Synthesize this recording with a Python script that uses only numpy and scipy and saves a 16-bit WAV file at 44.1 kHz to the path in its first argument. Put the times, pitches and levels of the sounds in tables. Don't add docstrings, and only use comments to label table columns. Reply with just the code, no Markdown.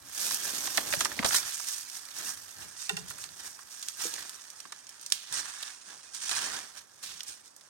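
import sys
import numpy as np
from scipy import signal
from scipy.fft import rfft, irfft, next_fast_len
from scipy.io import wavfile

SR = 44100
rng = np.random.default_rng(int(sys.argv[2]) if len(sys.argv) > 2 else 0)


def int16_out(signal):
    q = np.round(np.clip(np.atleast_2d(signal).T, -1, 1) * 32767)
    wavfile.write(sys.argv[1], SR, q.astype(np.int16))


N = 339127

# time_s, level_db
STIRRING_BED = [(0, -59.5), (.1, -52), (.3, -42.5), (1.1, -50), (1.9, -51), (2.5, -51.5), (3.05, -52.5),
                (3.66, -55), (4.3, -52), (4.75, -55.5), (5.25, -53.5), (5.75, -52.5), (6.08, -54),
                (6.69, -60), (6.88, -61.5), (7.2, -54.5), (7.54, -64), (7.69, -60.5)]
# time_s, level_db
FOLIAGE_HISS = [(0, -7.5), (1.35, -8.5), (1.7, -11.5), (2.6, -8), (2.82, -20), (3.1, -13), (4.03, -12),
                (5.35, -25), (6.3, -32), (6.78, -16), (7.69, -20)]
# start_s, level_db, rise_s, hold_s, t60_s,
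# papery_db (large papery leaves against the crisp ones)
BRANCH_SWEEPS = [(0.105, -35, 0.12, 0.097, 1, -8), (0.4, -38, 0.044, 0.28, 1, -8),
                 (0.823, -38, 0.1, 0.098, 0.13, -7), (1.105, -48.5, 0.046, 0.045, 0.11, 1.5),
                 (1.25, -33.5, 0.0097, 0.095, .2, -12), (1.347, -27, 0.01, 0.015, 0.16, -13),
                 (1.428, -40, 0.084, 0.087, 0.86, -7.5), (1.642, -39, 0.034, 0.063, 0.87, -10),
                 (1.913, -43.5, 0.027, 0.033, .25, -11), (2.124, -46, 0.038, 0.053, .3, -5.5),
                 (2.219, -37.5, 0.037, 0.011, 0.45, -25), (2.764, -41.5, 0.031, 0.056, 0.45, -10),
                 (2.956, -46.5, .015, .02, 0.17, -6), (3.065, -44, .03, .01, 0.12, -8),
                 (3.177, -45, 0.029, 0.036, 0.13, -12), (3.313, -48, 0.1, 0.089, .5, -18),
                 (3.677, -49, 0.047, 0.41, 0.26, -8.5), (3.984, -36, 0.037, 0.031, 0.34, -7),
                 (4.09, -49.5, 0.028, 0.071, 0.99, -3.5), (5.006, -48, 0.018, 0.016, .2, -11),
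                 (5.13, -52, .015, .05, 0.65, 5.5), (5.323, -33, 0.032, 0.025, .22, -8.5),
                 (6.116, -44, 0.028, 0.028, .3, -9), (6.184, -38.5, 0.043, 0.056, .4, -6.5),
                 (6.752, -49.5, 0.021, .012, 0.11, -2), (7.022, -47, 0.015, 0.015, 0.83, 1.5),
                 (7.257, -42, 0.025, 0.01, 0.28, -6.5), (7.432, -52.5, 0.029, .012, 0.14, -19)]
# start_s, crunch_db, rise_s, hold_s, t60_s,
# scuff_db (sole), tread_db (dull weight)
FOOTSTEPS = [(0, -71.5, 0.018, 0.081, 0.38, -69, -66.5), (0.11, -68, 0.15, 0.19, .7, -54.5, -77),
             (.42, -51, 0.06, 0.24, 1.1, -51.5, -67), (0.76, -51.5, 0.015, 0.33, 1.2, -51, -60.5),
             (1.148, -65, .03, 0.082, 0.42, -46, -57), (1.303, -33.5, 0.037, 0.025, 0.16, -48.5, -68),
             (1.414, -44.5, 0.016, 0.024, 0.58, -69, -65), (2.13, -49, 0.074, 0.084, 0.32, -58, -72),
             (2.32, -63.5, 0.034, 0.11, 0.15, -74, -70), (2.545, -56.5, 0.039, 0.054, 0.66, -62.5, -68),
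             (2.883, -60, 0.015, 0.21, 1.8, -64.5, -63), (3.36, -55, 0.037, 0.037, 0.45, -64.5, -89),
             (3.978, -47, 0.024, 0.024, 0.8, -59.5, -70), (4.133, -52, .03, 0.057, .6, -61.5, -77),
             (5.288, -42, 0.056, 0.04, 0.33, -56, -63.5), (5.421, -49.5, 0.021, 0.27, 0.22, -78, -90),
             (5.86, -54, 0.036, 0.026, 0.36, -61.5, -86), (6.162, -48.5, 0.083, 0.05, .2, -65, -75),
             (6.3, -37.5, 0.018, 0.062, 0.54, -55, -70), (6.386, -41.5, 0.051, 0.13, 0.39, -51.5, -71),
             (6.73, -53, 0.042, 0.013, 0.14, -65, -71), (7.023, -56, 0.014, 0.058, 0.43, -65.5, -78),
             (7.264, -71, 0.02, .02, 0.34, -68, -75)]
# start_s, level_db, t60_s, tilt_db_per_octave
LEAF_CRUSHES = [(0.309, -34, 0.059, -1.5), (0.344, -22, 0.03, 11), (0.935, -26, 0.014, 17),
                (1.006, -22.5, 0.073, -1), (1.048, -23, 0.046, 1), (1.2453, -22.5, 0.064, -3.5),
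                (1.344, -23, 0.14, 6.5), (3.101, -38, 0.092, 9), (3.826, -35, 0.055, 1),
                (5.325, -29.5, 0.026, 4), (5.628, -33, 0.025, -1.5), (6.146, -39, 0.094, 1),
                (6.293, -25, 0.036, -0.5), (7.028, -42, 0.27, 5.5)]
# start_s, level_db, pitch_hz
BRANCH_KNOCKS = [(0.309, -36, 1380), (0.675, -35, 890), (0.777, -20.5, 1700), (0.7794, -24.5, 710),
                 (0.783, -36.5, 297), (0.925, -26, 1900), (0.936, -23.5, 1860), (0.938, -27.5, 590),
                 (0.967, -38.5, 140), (1.009, -27.5, 1250), (1.012, -35, 424), (1.054, -25, 1350),
                 (1.115, -35, 1500), (1.190, -23.5, 2000), (1.194, -27, 241), (1.226, -31, 1030),
                 (1.231, -27, 900), (1.242, -31.5, 200), (1.248, -23, 610), (1.259, -27, 614),
                 (1.261, -28, 4070), (1.307, -28.5, 1570), (1.344, -25, 1250), (1.598, -38.5, 1080),
                 (3.107, -40, 1430), (2.112, -46, 3700), (3.185, -44.5, 1550), (3.289, -47.5, 3870),
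                 (3.59, -46, 1160), (4.18, -38, 1250), (4.652, -44, 1060), (4.655, -50, 280),
                 (4.724, -38, 1350), (5.121, -23.5, 3340), (5.63, -35, 3700), (6.315, -34, 1510),
                 (7.205, -34, 3400)]
# start_s, level_db, tilt_db_per_octave (limited when played)
TWIG_SNAPS = [(0.6721, -22.5, -4), (0.773, -11.5, 9), (0.778, -17.5, -5), (1.2586, -18, 9), (1.898, -31, 3),
              (1.992, -35, 3), (2.0522, -35, 5), (2.086, -37, -1), (2.8931, -19, -0.5), (2.9674, -25, -0.5),
              (3.182, -32.5, 8), (3.239, -28, -1), (3.884, -20, 2.5), (4.1385, -23.5, 0.5),
              (4.2244, -33, -3.5), (4.2936, -27.5, 4), (4.5015, -34.5, 5), (4.602, -33, 1),
              (4.7214, -31.5, -0.5), (4.8678, -40, 0), (4.8912, -34.5, 3), (5.012, -36, 9),
              (5.0618, -26, 4), (5.1005, -31, 3), (5.1215, -9, 2.5), (5.626, -27, 5), (6.3129, -23, -4.5),
              (7.205, -36, 0), (7.232, -31, 7), (7.458, -46, 1.5), (7.563, -40, 11), (7.6093, -45, -1)]
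# start_s, level_db
PANEL_BUMPS = [(2.62, -57.5), (2.893, -36), (2.969, -44.5), (3.107, -58), (3.238, -60), (7.11, -61)]
# pitch_hz, level_db, t60_s
PANEL_MODES = [(88.8, -29, 0.96), (129.7, -18, 0.28), (164.3, -4.5, 0.18), (185.4, -9, 0.35),
               (395, -9, 0.13), (431, -6, 0.2), (715, -8, .06), (810, 1, 0.065), (1020, -6, 0.075),
               (1447, 2, 0.061), (1866, 3, 0.045), (2755, 13.5, 0.026), (3620, 7, 0.032), (4200, -11, 0.03)]
# start_s, level_db
HOLLOW_THUDS = [(4.05, -32), (4.13, -48)]
# pitch_hz, level_db, t60_s
HOLLOW_MODES = [(213, -21, 0.064), (333, -7, 0.078), (394, -13, 0.048), (481, -5, 0.091)]

# frequency_hz, level_db (per Hz)
CRISP_SPECTRUM = [(2500, -54), (4000, -23), (5000, -1), (7000, 4.5), (9000, 8), (10000, -7.5),
                  (12000, -30.5)]
PAPERY_SPECTRUM = [(1500, -33), (2400, 2), (3500, 4), (4400, 0.5), (5500, -10), (7000, -13.5)]
CRUNCH_SPECTRUM = [(450, -30.5), (800, -3.5), (1200, 2.5), (1700, 4.5), (2400, -10.5), (4000, -30)]
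FINE_SPECTRUM = [(8500, -22), (10200, -2), (11500, -1), (13500, 1.5), (16000, -7)]
SCUFF_SPECTRUM = [(110, -11), (180, -1.5), (290, 3.5), (420, 0.5), (600, 0), (800, -2.5), (1100, -9),
                  (1800, -53)]
TREAD_SPECTRUM = [(20, -26), (50, 5.5), (85, 7), (130, 4), (210, -1), (300, -6), (600, -24)]
BREAKING_SPECTRUM = [(100, -19), (600, -7.5), (1400, -1.5), (2500, 0.5), (5000, 2), (8800, 9.5),
                     (10500, -4), (16000, -10.5)]
AIR_SPECTRUM = [(20, -13), (70, 5.5), (300, 8), (1200, 7), (3000, -15), (8000, -14), (16000, -18)]

# frequency_hz, width_hz, level_db
LEFT_RESONANCES = [(5720, 1400, -6), (8000, 170, -27), (10100, 220, 1.5), (10530, 290, -9.5)]
# frequency_hz, width_hz, level_db
RIGHT_RESONANCES = [(580, 40, 5), (1700, 490, 2.5), (5323, 145, -8), (5620, 110, 8), (7477, 161, -41),
                    (9750, 120, -11), (10800, 156, 5)]
# frequency_hz, right_louder_db, likeness (0-1)
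PORT_BALANCE = [(51.3, 1, 0), (150, 2, 0.17), (280, 0.5, 0.04), (517, -2.5, 0), (800, 0, 0.63),
                (1250, 3.5, 0.64), (2480, 3, 0), (5200, 10.5, 0.06), (5120, 8.5, 0.45), (8350, 8, 0.7),
                (8830, 0, 0), (11040, -5, 0.12), (11100, 3, 0.77), (13200, -2.5, 1), (15800, 3, 1)]
# frequency_hz, left_leads_rad
PORT_PHASE = [(210, 3.1), (520, 2.4), (800, -.9), (1250, -.3), (4800, -1.4), (5900, -2.2), (7200, -1.7),
              (9200, -4.2), (11100, -.3), (12350, .1), (14200, 3.1), (15700, 4.3)]

CLICK_SPREAD_DB = 4.0
CRUSH_RISE_S = 0.0006
KNOCK_T60_S, KNOCK_SLOPE = 0.031, .4
SNAP_T60_S, SNAP_HALVING_DB = 0.018, 23
SPLINTER_DB = -18
CUTOFF_HZ = 15900


def from_db(db):
    return 10 ** (np.asarray(db) / 20)


def rms_one(x):
    return x / np.sqrt(np.mean(x ** 2) + 1e-20)


def in_time(rows):
    s, *columns = np.transpose(rows)
    return [np.interp(np.arange(N) / SR, s, c) for c in columns]


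def at_hz(rows, hz):
    points, *columns = np.transpose(rows)
    return [np.interp(np.log(hz + 1), np.log(points), c) for c in columns]


def coloured(x, spectrum, tilt_db=0):
    size = next_fast_len(x.shape[-1], True)
    hz = np.fft.rfftfreq(size, 1 / SR)
    gain = from_db(at_hz(spectrum, hz)[0] + tilt_db * np.log2(hz + 1))
    return rms_one(irfft(rfft(x, size) * gain, size)[:, :x.shape[-1]])


def drift(rate):
    knots = rng.standard_normal(N // 20)
    return rms_one(np.interp(np.arange(N) / SR * rate, np.arange(len(knots)), knots))


def add(out, s, sound):
    i = max(round(s * SR), 0)
    out[:, i:i + sound.shape[-1]] += sound[..., :N - i]


def swell(t, rise, t60):
    return np.minimum(t / rise, 1) * from_db(-60 * np.maximum(t - rise, 0) / t60)


def stroke(s, rise, hold, t60):
    t = np.arange(N) / SR - s
    decay = from_db(-60 * np.clip(t - rise - hold, 0, 3 * t60) / t60)
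    return (np.clip(t / rise, 0, 1) * decay) ** 2


def stirring(bed_papery_db, bed_crunch_db, bed_scuff_db, bed_tread_db,
             swish_crunch_db, step_crisp_db, step_papery_db):
    bed_db = np.array([[0], [bed_papery_db], [bed_crunch_db], [bed_scuff_db], [bed_tread_db]])
    power = from_db(in_time(STIRRING_BED)[0] + bed_db) ** 2
    for s, db, rise, hold, t60, papery_db in BRANCH_SWEEPS:
        sweep_db = [db, db + papery_db, db + swish_crunch_db]
        power[:3] += np.outer(from_db(sweep_db) ** 2, stroke(s, rise, hold, t60))
    for s, db, rise, hold, t60, scuff_db, tread_db in FOOTSTEPS:
        step_db = [db + step_crisp_db, db + step_papery_db, db, scuff_db, tread_db]
        power += np.outer(from_db(step_db) ** 2, stroke(s, rise, hold, t60))
    return 10 * np.log10(power)


def crackle(per_s, clump_db, leaf_t60, count=14):
    spread = CLICK_SPREAD_DB * np.minimum(rng.standard_normal(N), 2.6)
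    sizes = from_db(spread + clump_db * drift(220))
    clicks = sizes * rng.choice([-1, 1], N) * (rng.random(N) < per_s / SR)
    dealt = rng.integers(0, count, N)
    t = np.arange(512) / SR
    leaves = rng.standard_normal((count, 2, len(t))) * from_db(-60 * t / leaf_t60)
    out = np.zeros((2, N))
    for k, leaf in enumerate(leaves):
        out += signal.oaconvolve((clicks * (dealt == k))[None], leaf, axes=1)[:, :N]
    return rms_one(out)


def ticks(per_s, ring_cycles, count=40):
    out = np.zeros((2, N))
    clicks = (rng.random(N) < per_s / SR) * rng.uniform(0.72, 1, N)
    dealt = rng.integers(0, count, N)
    t = np.arange(SR // 16) / SR
    for k, hz in enumerate(np.geomspace(1300, 8800, count)):
        ring = np.sin(2 * np.pi * (hz * t + rng.random((2, 1)))) * swell(t, 3 / hz, ring_cycles / hz)
        for i in np.flatnonzero(clicks * (dealt == k)):
            add(out, i / SR, clicks[i] * np.sqrt(hz) * ring)
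    return rms_one(out)


def rustle(crisp_db, papery_db, crunch_db, fine_db, tread_db, scuff_db, flicker_db, flutter_db):
    crisp, papery, crunch, scuff, tread = stirring(
        bed_papery_db=-8, bed_crunch_db=-6.5, bed_scuff_db=-23, bed_tread_db=-33.5,
        swish_crunch_db=-16, step_crisp_db=2, step_papery_db=-2)
    fine = crisp + in_time(FOLIAGE_HISS)[0]
    grains = crackle(per_s=5000, clump_db=1.08, leaf_t60=0.0077, count=32)
    grains = grains * from_db(flutter_db * drift(45))
    voices = [(crisp + crisp_db, CRISP_SPECTRUM), (papery + papery_db, PAPERY_SPECTRUM),
              (crunch + crunch_db, CRUNCH_SPECTRUM), (fine + fine_db, FINE_SPECTRUM),
              (scuff + scuff_db, SCUFF_SPECTRUM)]
    leaves = np.zeros((2, N))
    for db, spectrum in voices:
        leaves += from_db(db + flicker_db * drift(110)) * coloured(grains, spectrum)
    stalks = from_db((crisp + crunch) / 2 - 10.0) * ticks(per_s=130, ring_cycles=290)
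    weight = coloured(rng.standard_normal((2, N)), TREAD_SPECTRUM)
    feet = from_db(tread + tread_db + 3.3 * drift(40)) * weight
    return leaves + stalks + feet


def yard_air(level_db):
    return from_db(level_db) * coloured(rng.standard_normal((2, N)), AIR_SPECTRUM)


def crushes(level_db):
    out, t = np.zeros((2, N)), np.arange(SR // 3) / SR
    grains = crackle(per_s=11000, clump_db=0.5, leaf_t60=0.017)
    for s, db, t60, tilt_db in LEAF_CRUSHES:
        flurry = coloured(grains[:, round(s * SR):][:, :len(t)], BREAKING_SPECTRUM, tilt_db)
        shape = swell(t, CRUSH_RISE_S, t60)[:flurry.shape[-1]]
        add(out, s, from_db(db + level_db) * flurry * shape)
    return out


def knocks(level_db, width):
    out, t = np.zeros((2, N)), np.arange(SR // 5) / SR
    for s, db, hz in BRANCH_KNOCKS:
        t60 = KNOCK_T60_S * (1000 / hz) ** KNOCK_SLOPE
        shape = swell(t, 0.0014, t60)
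        strike = rng.standard_normal((2, len(t))) * shape
        blow = signal.lfilter(*signal.iirpeak(hz, 1 / width, fs=SR), strike)
        add(out, s, from_db(db + level_db) * rms_one(blow) * np.sqrt(np.mean(shape ** 2)))
    return out


def snaps(level_db, crack_db, crack_hz, splinter_t60):
    out, t = np.zeros((2, N)), np.arange(SR // 10) / SR
    crack = from_db(crack_db) * np.sin(2 * np.pi * crack_hz * t) * swell(t, .0008, .002) ** 3
    for s, db, tilt_db in TWIG_SNAPS:
        t60 = SNAP_T60_S * .5 ** ((db + 30) / SNAP_HALVING_DB)
        shape = swell(t, .001, t60) + from_db(SPLINTER_DB) * swell(t, .002, splinter_t60)
        noise = rng.standard_normal((2, len(t)))
        fibres = shape * coloured(noise, BREAKING_SPECTRUM, np.clip(tilt_db, -2, 9))
        add(out, s, from_db(db + level_db) * (crack + fibres))
    return out


def struck(hits, modes, build_cycles, looseness):
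    out, t = np.zeros((2, N)), np.arange(SR // 2) / SR
    quarter_turn = np.array([[0], [1 / 4]])
    for s, db in hits:
        for hz, mode_db, t60 in modes:
            waver = looseness * np.interp(t, np.linspace(0, .5, 30), rng.standard_normal(30))
            wave = np.sin(2 * np.pi * (hz * t + waver + rng.random() + quarter_turn))
            add(out, s, from_db(db + mode_db) * wave * swell(t, build_cycles / hz, 2 * t60) ** 2)
    return out


def yard(x, scatter_db, t60):
    t = np.arange(SR // 2) / SR
    echoes = rng.standard_normal((2, len(t))) * swell(t, 0.00067, t60)
    echoes /= np.sqrt(np.sum(echoes ** 2, axis=1, keepdims=True))
    return x + from_db(scatter_db) * signal.oaconvolve(x, echoes, axes=1)[:, :N]


def port(x, resonances):
    for hz, width, db in resonances:
        a, k, c = from_db(db / 2), np.pi * width / SR, -2 * np.cos(2 * np.pi * hz / SR)
        x = signal.lfilter([1 + k * a, c, 1 - k * a], [1 + k / a, c, 1 - k / a], x)
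    return x


def scene():
    leaves = rustle(crisp_db=-0.5, papery_db=-4, crunch_db=-4.0, fine_db=2.5, tread_db=3.0,
                    scuff_db=-1.0, flicker_db=1.15, flutter_db=1.0)
    leaves = leaves + crushes(level_db=1.0)
    wood = knocks(level_db=0.0, width=0.44)
    wood = wood + snaps(level_db=-4.5, crack_db=-4, crack_hz=4540, splinter_t60=0.16)
    panel = struck(PANEL_BUMPS, PANEL_MODES, build_cycles=8.3, looseness=0.068)
    hollow = struck(HOLLOW_THUDS, HOLLOW_MODES, build_cycles=1.9, looseness=0.055)
    outdoors = yard(leaves + wood + panel + hollow, scatter_db=-15, t60=.3)
    return outdoors + yard_air(level_db=-67.0)


def record(dry):
    size = next_fast_len(N, True)
    hz = np.fft.rfftfreq(size, 1 / SR)
    right_db, alike = at_hz(PORT_BALANCE, hz)
    lead = at_hz(PORT_PHASE, hz)[0]
    alike = np.clip(alike, 0, 1)
    left, own = rfft(dry, size)
    shared = alike * left + np.sqrt(1 - alike ** 2) * own
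    right = irfft(shared * from_db(right_db) * np.exp(-1j * lead), size)[:N]
    pair = np.array([port(dry[0], LEFT_RESONANCES), port(right, RIGHT_RESONANCES)])
    pair = signal.sosfilt(signal.butter(2, 42, "high", fs=SR, output="sos"), pair)
    return signal.sosfilt(signal.ellip(10, .2, 70, CUTOFF_HZ, fs=SR, output="sos"), pair)


dry = scene()
out = record(dry)
int16_out(out)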